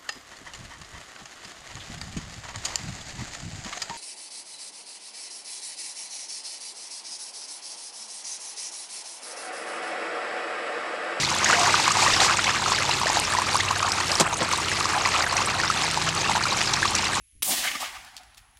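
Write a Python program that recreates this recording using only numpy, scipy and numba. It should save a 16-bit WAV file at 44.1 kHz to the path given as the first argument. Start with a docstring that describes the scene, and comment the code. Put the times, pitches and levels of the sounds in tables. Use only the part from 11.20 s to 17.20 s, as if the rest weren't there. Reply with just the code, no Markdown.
"""Water in a sluice box

Pumped water runs down a metal sluice box, close by. Air pockets gulp behind the riffles
(ridges across the box), small bubbles and spray crackle over a soft wash, and the pump hums below.
Halfway through, something knocks on the box and a load of dirt slumps into the feed tray."""
import sys
import numpy as np
from scipy import signal
from scipy.fft import rfft, irfft
from scipy.io import wavfile
from scipy.ndimage import map_coordinates
from numba import njit

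SR = 44100
rng = np.random.default_rng(int(sys.argv[2]) if len(sys.argv) > 2 else 0)


def int16_out(signal):
    """Quantize to a 16-bit WAV file."""
    q = np.round(np.clip(np.atleast_2d(signal).T, -1, 1) * 32767)
    wavfile.write(sys.argv[1], SR, q.astype(np.int16))


N = 264600

# Levels in the tables are relative: the functions turn whole layers up or down.
# The stream rushes for a second, then evens out. Each row: time in seconds, churn in dB, spray in dB.
FLOW_LEVELS = [(0.0, -35.5, -24.5), (0.08, -31.5, -29.5), (0.34, -22.5, -25), (0.72, -28, -27),
               (0.8, -19.5, -26.5), (0.94, -26, -25), (1.1, -24, -27.5), (1.16, -28.5, -29),
               (1.96, -30, -28), (2.05, -30, -30), (3.02, -28.5, -31), (3.15, -32.5, -35.5),
               (3.28, -29.5, -29), (3.55, -31.5, -31.5), (3.76, -25.5, -30.5), (4.5, -31, -30),
               (5.02, -30.5, -30), (5.2, -28, -31.5), (5.42, -32.5, -29.5), (6.0, -28, -27.5)]
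# The loudest air pockets closing. Each row: start in seconds, pitch in Hz, level in dB.
LOUD_GULPS = [(0.299, 1060, -16), (0.328, 1480, -10), (0.432, 1140, -14), (0.678, 1040, -8),
              (0.769, 866, -10), (0.792, 1100, -20), (0.862, 980, -12.5), (1.095, 1320, -11),
              (1.108, 1480, -12), (1.292, 1720, -14), (1.46, 1230, -15), (1.519, 1020, -11),
              (1.584, 1640, -18), (1.692, 900, -13.5), (1.814, 1030, -14), (1.832, 950, -15),
              (1.859, 604, -16.5), (1.868, 1770, -13.5), (1.899, 860, -11.5), (1.97, 820, -10),
              (2.125, 1670, -15), (2.149, 1000, -13.5), (2.185, 970, -10.5), (2.218, 1060, -14.5),
              (2.344, 860, -13), (2.354, 1100, -10.5), (2.403, 1930, -14), (2.509, 1020, -10.5),
              (2.627, 1160, -13), (3.126, 830, -18), (3.333, 1020, -12.5), (3.515, 1830, -14.5),
              (3.654, 1110, -13.5), (4.126, 1006, -13.5), (4.204, 930, -16), (4.399, 1780, -13.5),
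              (4.434, 1430, -14), (4.5, 1270, -9.5), (4.773, 890, -12.5), (5.095, 870, -12.5),
              (5.111, 885, -15), (5.152, 900, -12.5), (5.167, 900, -13.5), (5.254, 1290, -14),
              (5.628, 1640, -10), (5.653, 1090, -11)]
# Each riffle sheds lesser pockets. Each row: pitch in Hz, pockets per second, dB added to the churn level.
RIFFLE_POCKETS = [(922, 9, 6), (1122, 11, 4.5), (1700, 6, 5.5)]
# The loudest flung drops landing. Each row: start in seconds, pitch in Hz, level in dB.
LOUD_DROPS = [(0.244, 6520, -12.5), (0.716, 6600, -18.5), (1.002, 3750, -13.5), (1.169, 6800, -18),
              (2.718, 4840, -16), (2.916, 4720, -15.5), (2.953, 5350, -16), (4.022, 4760, -18),
              (4.167, 5550, -17), (4.888, 2800, -17), (5.237, 4100, -17), (5.534, 5480, -18),
              (5.537, 3780, -16), (5.75, 5700, -14)]
# Tiny droplets bursting close by. Each row: start in seconds, level in dB.
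CLOSE_TICKS = [(1.998, -22), (2.3656, -23.5), (2.7207, -28), (3.3757, -27), (5.7067, -28)]
# Hard knocks on the box. Each row: start in seconds, crack level in dB, body level in dB.
BOX_KNOCKS = [(2.9983, -11, -30), (3.006, -17.5, -37), (3.01, -35, -16.5)]
# The box's own notes. Each row: pitch in Hz, level in dB, seconds to fade by 60 dB.
BOX_NOTES = [(163, -4, 0.11), (210, -2, 0.064), (337, -1, 0.073), (505, -12.5, 0.053), (554, -19, 0.1),
             (657, 4.5, 0.033), (873, -9, 0.077), (1000, -26, .05), (1053, -5, 0.11)]

# Sounds that swell and fade. Each row: start in seconds, length in seconds, level in dB.
SPRAY_SURGES = [(0.77, 0.105, -23.5), (0.99, 0.1, -21)]
HOLLOW_SWELLS = [(.315, 0.167, -28)]
DIRT_SLUMPS = [(3.203, 0.045, -23)]
BREEZE_PUFFS = [(.84, 0.21, -47), (1.92, .14, -60)]

# The pump's hum. Each row: multiple of the turning rate, level in dB.
HUM_TONES = [(5, 0.5), (6, -1.5), (7, -6), (8, -4)]
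# A low drone beside the hum, led by the pump's deepest hum tone near 53.6 Hz, which follows the drone's level.
# Each row: pitch in Hz, level in dB.
DRONE_TONES = [(53.6, -9.5), (83.7, -4), (99, -1.5), (117.3, -9.5), (330.7, -11)]
# How hum and drone rise and fall. Each row: time in seconds, level in dB.
HUM_CURVE = [(0, -42.5), (2.2, -48.5), (3.9, -48), (4.7, -42), (6, -45)]
DRONE_CURVE = [(0, -45), (2.5, -42), (6, -41)]

# Tone colours, from bass to treble. Each row: frequency in Hz, level in dB.
WASH_COLOUR = [(40, -44), (90, 1), (200, -5.5), (340, 4), (480, -2.5), (900, -2.5), (2500, -2), (4200, -4),
               (7000, -13), (10000, -21.5), (15000, -37)]
CHURN_COLOUR = [(300, -22), (620, -12), (790, -3.5), (950, -1), (1200, 2.5), (1450, 0.5), (2000, -2),
                (2800, -3.5), (4000, -18.5)]
SPRAY_COLOUR = [(900, -5), (1800, -4.5), (2700, 0.5), (3200, -2.5), (4100, 2.5), (5500, 3), (7200, 1),
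                (9000, -7.5), (11000, -18.5), (13000, -25.5), (15000, -49)]
MIST_COLOUR = [(5500, -5), (8000, 2), (10500, -5), (12500, -18.5), (15000, -38)]
CRACK_COLOUR = [(300, 13), (1200, -3), (3000, 1.5), (6000, 5), (8000, 2.5), (11000, -9), (15000, -31)]
DIRT_COLOUR = [(150, -7), (330, -8), (550, 5), (680, -10), (1100, 1)]
RUMBLE_COLOUR = [(75, -5), (110, -1.5), (200, 2), (280, -2.5), (390, 3), (600, -7)]
BREEZE_COLOUR = [(22, -3), (42, 2), (90, -10)]

SLOSHES_PER_S, SLOSH_CHURN_DB, SLOSH_SPRAY_DB = 14, 2, 1.7
PUMP_TURNS_PER_S = 27.05
TREBLE_LIMIT_HZ = 15400


def stream():
    """Wavelets break over the riffles; each one drives bubbles, fizz and clicks together."""
    churn_db, spray_db = curve(FLOW_LEVELS)
    # near 1 for separate splashes; lower in a strong rush, where they merge into a hiss
    patchy = 1 / (1 + undb(2 * (spray_db + 22)))
    wavelets = patchy * wander(70)
    # the water sloshes, so churn and spray each swell and sink
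    churn_db = churn_db + SLOSH_CHURN_DB * patchy * wander(SLOSHES_PER_S)
    spray_db = spray_db + SLOSH_SPRAY_DB * patchy * wander(SLOSHES_PER_S)
    bubbles = swarm(per_s=1100, lo_hz=451.4, hi_hz=3427, cycles=3.29, glide=0.13, spread_db=4.5, swell=0.44)
    fizz = swarm(per_s=1200, lo_hz=1781, hi_hz=13320, cycles=6.3, glide=0.056, spread_db=5, swell=0.52)
    clicks = swarm(per_s=1100, lo_hz=1510, hi_hz=12700, cycles=1, glide=0.017, spread_db=5, swell=0.037)
    hiss = noise(SPRAY_COLOUR) * (1 - patchy) * undb(spray_db + 5)
    wash = noise(WASH_COLOUR) * undb(0.63 * spray_db - 14.5 + wavelets)
    bubble_gain = undb(churn_db - 1 + 1.2 * wavelets + 3.8 * patchy * np.tanh(wander(90)))
    fizz_gain = np.sqrt(patchy) * undb(spray_db - 1.5 + 2 * wavelets + 1.44 * wander(80))
    click_gain = patchy * undb(spray_db - 4.5 + 2.4 * wavelets + 2.74 * wander(140))
    return (colour(bubbles, CHURN_COLOUR) * bubble_gain
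            + colour(fizz, SPRAY_COLOUR) * fizz_gain
            + colour(clicks, SPRAY_COLOUR) * click_gain
            + hiss + wash)


def gulps():
    """Air pockets close, ring very briefly and spit spray; a weaker one closes just after each."""
    churn_db, _ = curve(FLOW_LEVELS)
    lesser = [scatter(per_s, hz, spread_octaves=0.1, db=churn_db + db, spread_db=5.5)
              for hz, per_s, db in RIFFLE_POCKETS]
    start, hz, db = np.vstack([LOUD_GULPS, *lesser]).T
    life, rise, lag, shift = rng.random((len(start), 4)).T
    cycles = hz * 0.0031 * (0.71 + 0.33 * life)  # each dies down in 2 to 3 milliseconds
    first = ring(start, hz, undb(db + 7), cycles, glide=0.15 * rise, swell=0.46)
    later = start + 0.006 + 0.007 * lag
    second = ring(later, hz * (1 + 0.073 * shift), undb(db - 3), cycles, glide=0.15 * life, swell=0.49)
    spit = bursts(start, db, rise_s=0.0015, decay_s=0.003) * noise(SPRAY_COLOUR)
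    return first + second + undb(-6) * spit


def drops():
    """A drop slaps the surface, leaves a tiny ringing bubble and splashes back."""
    _, spray_db = curve(FLOW_LEVELS)
    lesser = scatter(per_s=5, hz=4955, spread_octaves=0.643, db=spray_db + 5.5, spread_db=5)
    start, hz, db = np.vstack([LOUD_DROPS, lesser]).T
    rise, lag = rng.random((len(start), 2)).T
    bubble = ring(start, hz, undb(db + 12), cycles=hz * 0.0017, glide=0.164 * rise, swell=0.76)
    splash_back = ring(start + 0.004 + 0.003 * lag, hz * (1 + 0.165 * rise), undb(db + 1),
                       cycles=hz * 0.00088, glide=0.1 * lag, swell=0.16)
    slap = bursts(start, db, rise_s=0.00091, decay_s=0.0037) * noise(SPRAY_COLOUR)
    return bubble + splash_back + undb(-0.5) * slap


def surges():
    """Two surges throw up hissing sheets of spray."""
    return swells(SPRAY_SURGES) * noise(SPRAY_COLOUR)


def mist():
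    """The finest droplets burst in short, very bright clusters; a few tick close by."""
    _, spray_db = curve(FLOW_LEVELS)
    fainter = scatter(per_s=5, hz=0, spread_octaves=0, db=spray_db - 6, spread_db=8)[:, ::2]  # no pitch
    start, db = np.vstack([CLOSE_TICKS, fainter]).T
    pops = swarm(per_s=1200, lo_hz=5970, hi_hz=15100, cycles=6.2, glide=0.013, spread_db=5.5, swell=0.37)
    ticks = noise(MIST_COLOUR) * bursts(start, db + 7.5, rise_s=0.0003, decay_s=0.0019)
    clusters = colour(pops, MIST_COLOUR) * undb(5.3 * np.tanh(wander(60)))
    return undb(-40.5) * unit(clusters) + ticks


def hollow_note():
    """A hollow, wavering note sings briefly in the first rush."""
    hz = 705 * (1 + 0.0265 * wander(87.4))
    tone = np.sqrt(2) * np.sin(2 * np.pi * np.cumsum(hz) / SR)
    flutter = undb(2.6 * np.tanh(wander(52)))
    return swells(HOLLOW_SWELLS) * tone * flutter


def knock_and_dirt():
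    """A quick triple knock on the box, then the soft, hollow thud of dirt sliding onto the tray."""
    start, crack_db, body_db = np.transpose(BOX_KNOCKS)
    blows = np.zeros(N)
    blows[(start * SR).astype(int)] = undb(body_db)
    crack = noise(CRACK_COLOUR) * bursts(start, crack_db, rise_s=0.0003, decay_s=0.0082)
    thud = swells(DIRT_SLUMPS) * unit(metal_box(noise(DIRT_COLOUR)))
    return crack + metal_box(blows) + thud


def metal_box(force):
    """The wet metal box rings briefly at its own notes and gives off no deep bass."""
    t = TIME[:SR // 2]
    ringing = sum(undb(db - 60 * t / fade_s) * np.cos(2 * np.pi * hz * t) for hz, db, fade_s in BOX_NOTES)
    band = signal.butter(2, [110, 2500], "bandpass", fs=SR, output="sos")
    return signal.sosfilt(band, signal.fftconvolve(force, ringing)[:N])


def pump():
    """The pump hums at multiples of its turning rate beside a low drone; the flow rumbles in the box."""
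    hum = tones([(PUMP_TURNS_PER_S * multiple, db) for multiple, db in HUM_TONES], HUM_CURVE)
    rumble = undb(-44.5) * noise(RUMBLE_COLOUR)
    return hum + tones(DRONE_TONES, DRONE_CURVE) + rumble


def breeze():
    """Light air buffets the microphone, with two small puffs."""
    return (undb(-60) + swells(BREEZE_PUFFS)) * noise(BREEZE_COLOUR)


@njit
def ring(start, hz, gain, cycles, glide, swell):
    """Bubble tones: each swells, dies away within some cycles and rises in pitch as it nears the surface."""
    out = np.zeros(N)
    for k in range(len(start)):
        decay_s = cycles[k] / hz[k]
        first, phase = int(start[k] * SR), 0.
        for i in range(max(first, 0), min(first + int(6 * decay_s * SR), N)):
            age = (i - first) / SR / decay_s  # age and swell are counted in decay times
            pitch = hz[k] * (1 + glide[k] * (min(age, 3.) - .8))
            phase += 2 * np.pi * min(pitch / SR, .45)
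            fade_in = 1 - np.exp(-(age / swell) ** 2)
            out[i] += gain[k] * fade_in * np.exp(-age) * np.sin(phase)
    return out


def swarm(per_s, lo_hz, hi_hz, cycles, glide, spread_db, swell):
    """Many random bubbles; most are faint and a few stand out."""
    when, pitch, size, life, rise, sign = rng.random((30000, 6))[:int(per_s * N / SR)].T
    hz = lo_hz * (hi_hz / lo_hz) ** pitch
    gain = np.sign(sign - .5) * undb(-spread_db * np.log(0.021 + size))
    return ring(when * N / SR, hz, gain, cycles * (.5 + life), 2 * glide * rise, swell)


def scatter(per_s, hz, spread_octaves, db, spread_db):
    """Loosely spaced events. Each row: start in seconds, pitch in Hz, level in dB near the curve db."""
    when, pitch, size = rng.random((400, 3)).T
    start = (np.arange(len(when)) + when) / per_s
    pitches = hz * 2 ** (spread_octaves * (2 * pitch - 1))
    levels = np.interp(start, TIME, db) + spread_db * (2 * size - 1)
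    return np.column_stack([start, pitches, levels])[start < TIME[-1]]


def tones(rows, levels):
    """Low tones that share a level curve and waver in pitch and strength."""
    out, speed = np.zeros(N), 1 + 0.00433 * wander(2)
    for hz, db in rows:
        phase = 2 * np.pi * (np.cumsum(hz * speed) / SR + rng.random())
        out += np.sqrt(2) * np.sin(phase) * undb(db - 1.5 + 2.56 * wander(4.5))
    return out * undb(curve(levels)[0])


def bursts(starts, levels_db, rise_s, decay_s):
    """A loudness shape that jumps up and dies away at each start."""
    out, t = np.zeros(N), TIME[:SR // 10]
    for start, db in zip(starts, levels_db):
        add(out, start, undb(db) * (1 - np.exp(-t / rise_s)) * np.exp(-t / decay_s))
    return out


def swells(rows):
    """A loudness shape made of rounded humps."""
    out = np.zeros(N)
    for start, length, db in rows:
        add(out, start, undb(db) * np.sin(np.linspace(0, np.pi, int(length * SR))))
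    return out


def noise(points):
    """Steady noise with the given tone colour."""
    return colour(rng.standard_normal(N), points)


def colour(x, points):
    """Filter a sound to a tone colour and bring it to strength 1."""
    hz, db = np.transpose(points)
    octave = np.log2(np.maximum(np.arange(N // 2 + 1) * SR / N, 1))
    octaves_outside = np.maximum(np.log2(hz[0]) - octave, 0) + np.maximum(octave - np.log2(hz[-1]), 0)
    gain = undb(np.interp(octave, np.log2(hz), db) - 20 * octaves_outside)
    # fold the filter forward in time, so it rings only after a sound and never before
    folded = irfft(np.log(gain), N)
    folded[1:N // 2] *= 2
    folded[N // 2 + 1:] = 0
    return unit(irfft(rfft(x) * np.exp(rfft(folded)), N))


def wander(per_s):
    """A random drift of strength 1 that heads for a new value per_s times a second."""
    targets = rng.standard_normal(4096)
    return unit(map_coordinates(targets, [TIME * per_s], order=1, mode="wrap"))


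def curve(rows):
    """Join a table's timed points with straight lines, one curve for each level column."""
    times, *columns = np.transpose(rows)
    return [np.interp(TIME, times, column) for column in columns]


def add(out, start_s, sound):
    """Mix a short sound in at its start time."""
    i = int(np.clip(start_s * SR, 0, N - 1))
    out[i:i + len(sound)] += sound[:N - i]


def unit(x):
    """Scale to an average strength (rms) of 1."""
    return x / np.sqrt(np.mean(x ** 2) + 1e-18)


def undb(db):
    """Turn decibels into a number to multiply by."""
    return 10 ** (np.asarray(db) / 20)


def scene():
    """All sources in the open air, in one channel and without echo."""
    water = stream() + surges() + mist() + gulps() + drops() + hollow_note()
    return (water + pump() + knock_and_dirt() + breeze())[None]


def record(dry):
    """Hold peaks to full scale and cut the highest treble."""
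    treble_cut = signal.ellip(8, .2, 70, TREBLE_LIMIT_HZ, fs=SR, output="sos")
    return signal.sosfilt(treble_cut, np.clip(dry, -1, 1))


TIME = np.arange(N) / SR  # seconds

dry = scene()
out = record(dry)
int16_out(out)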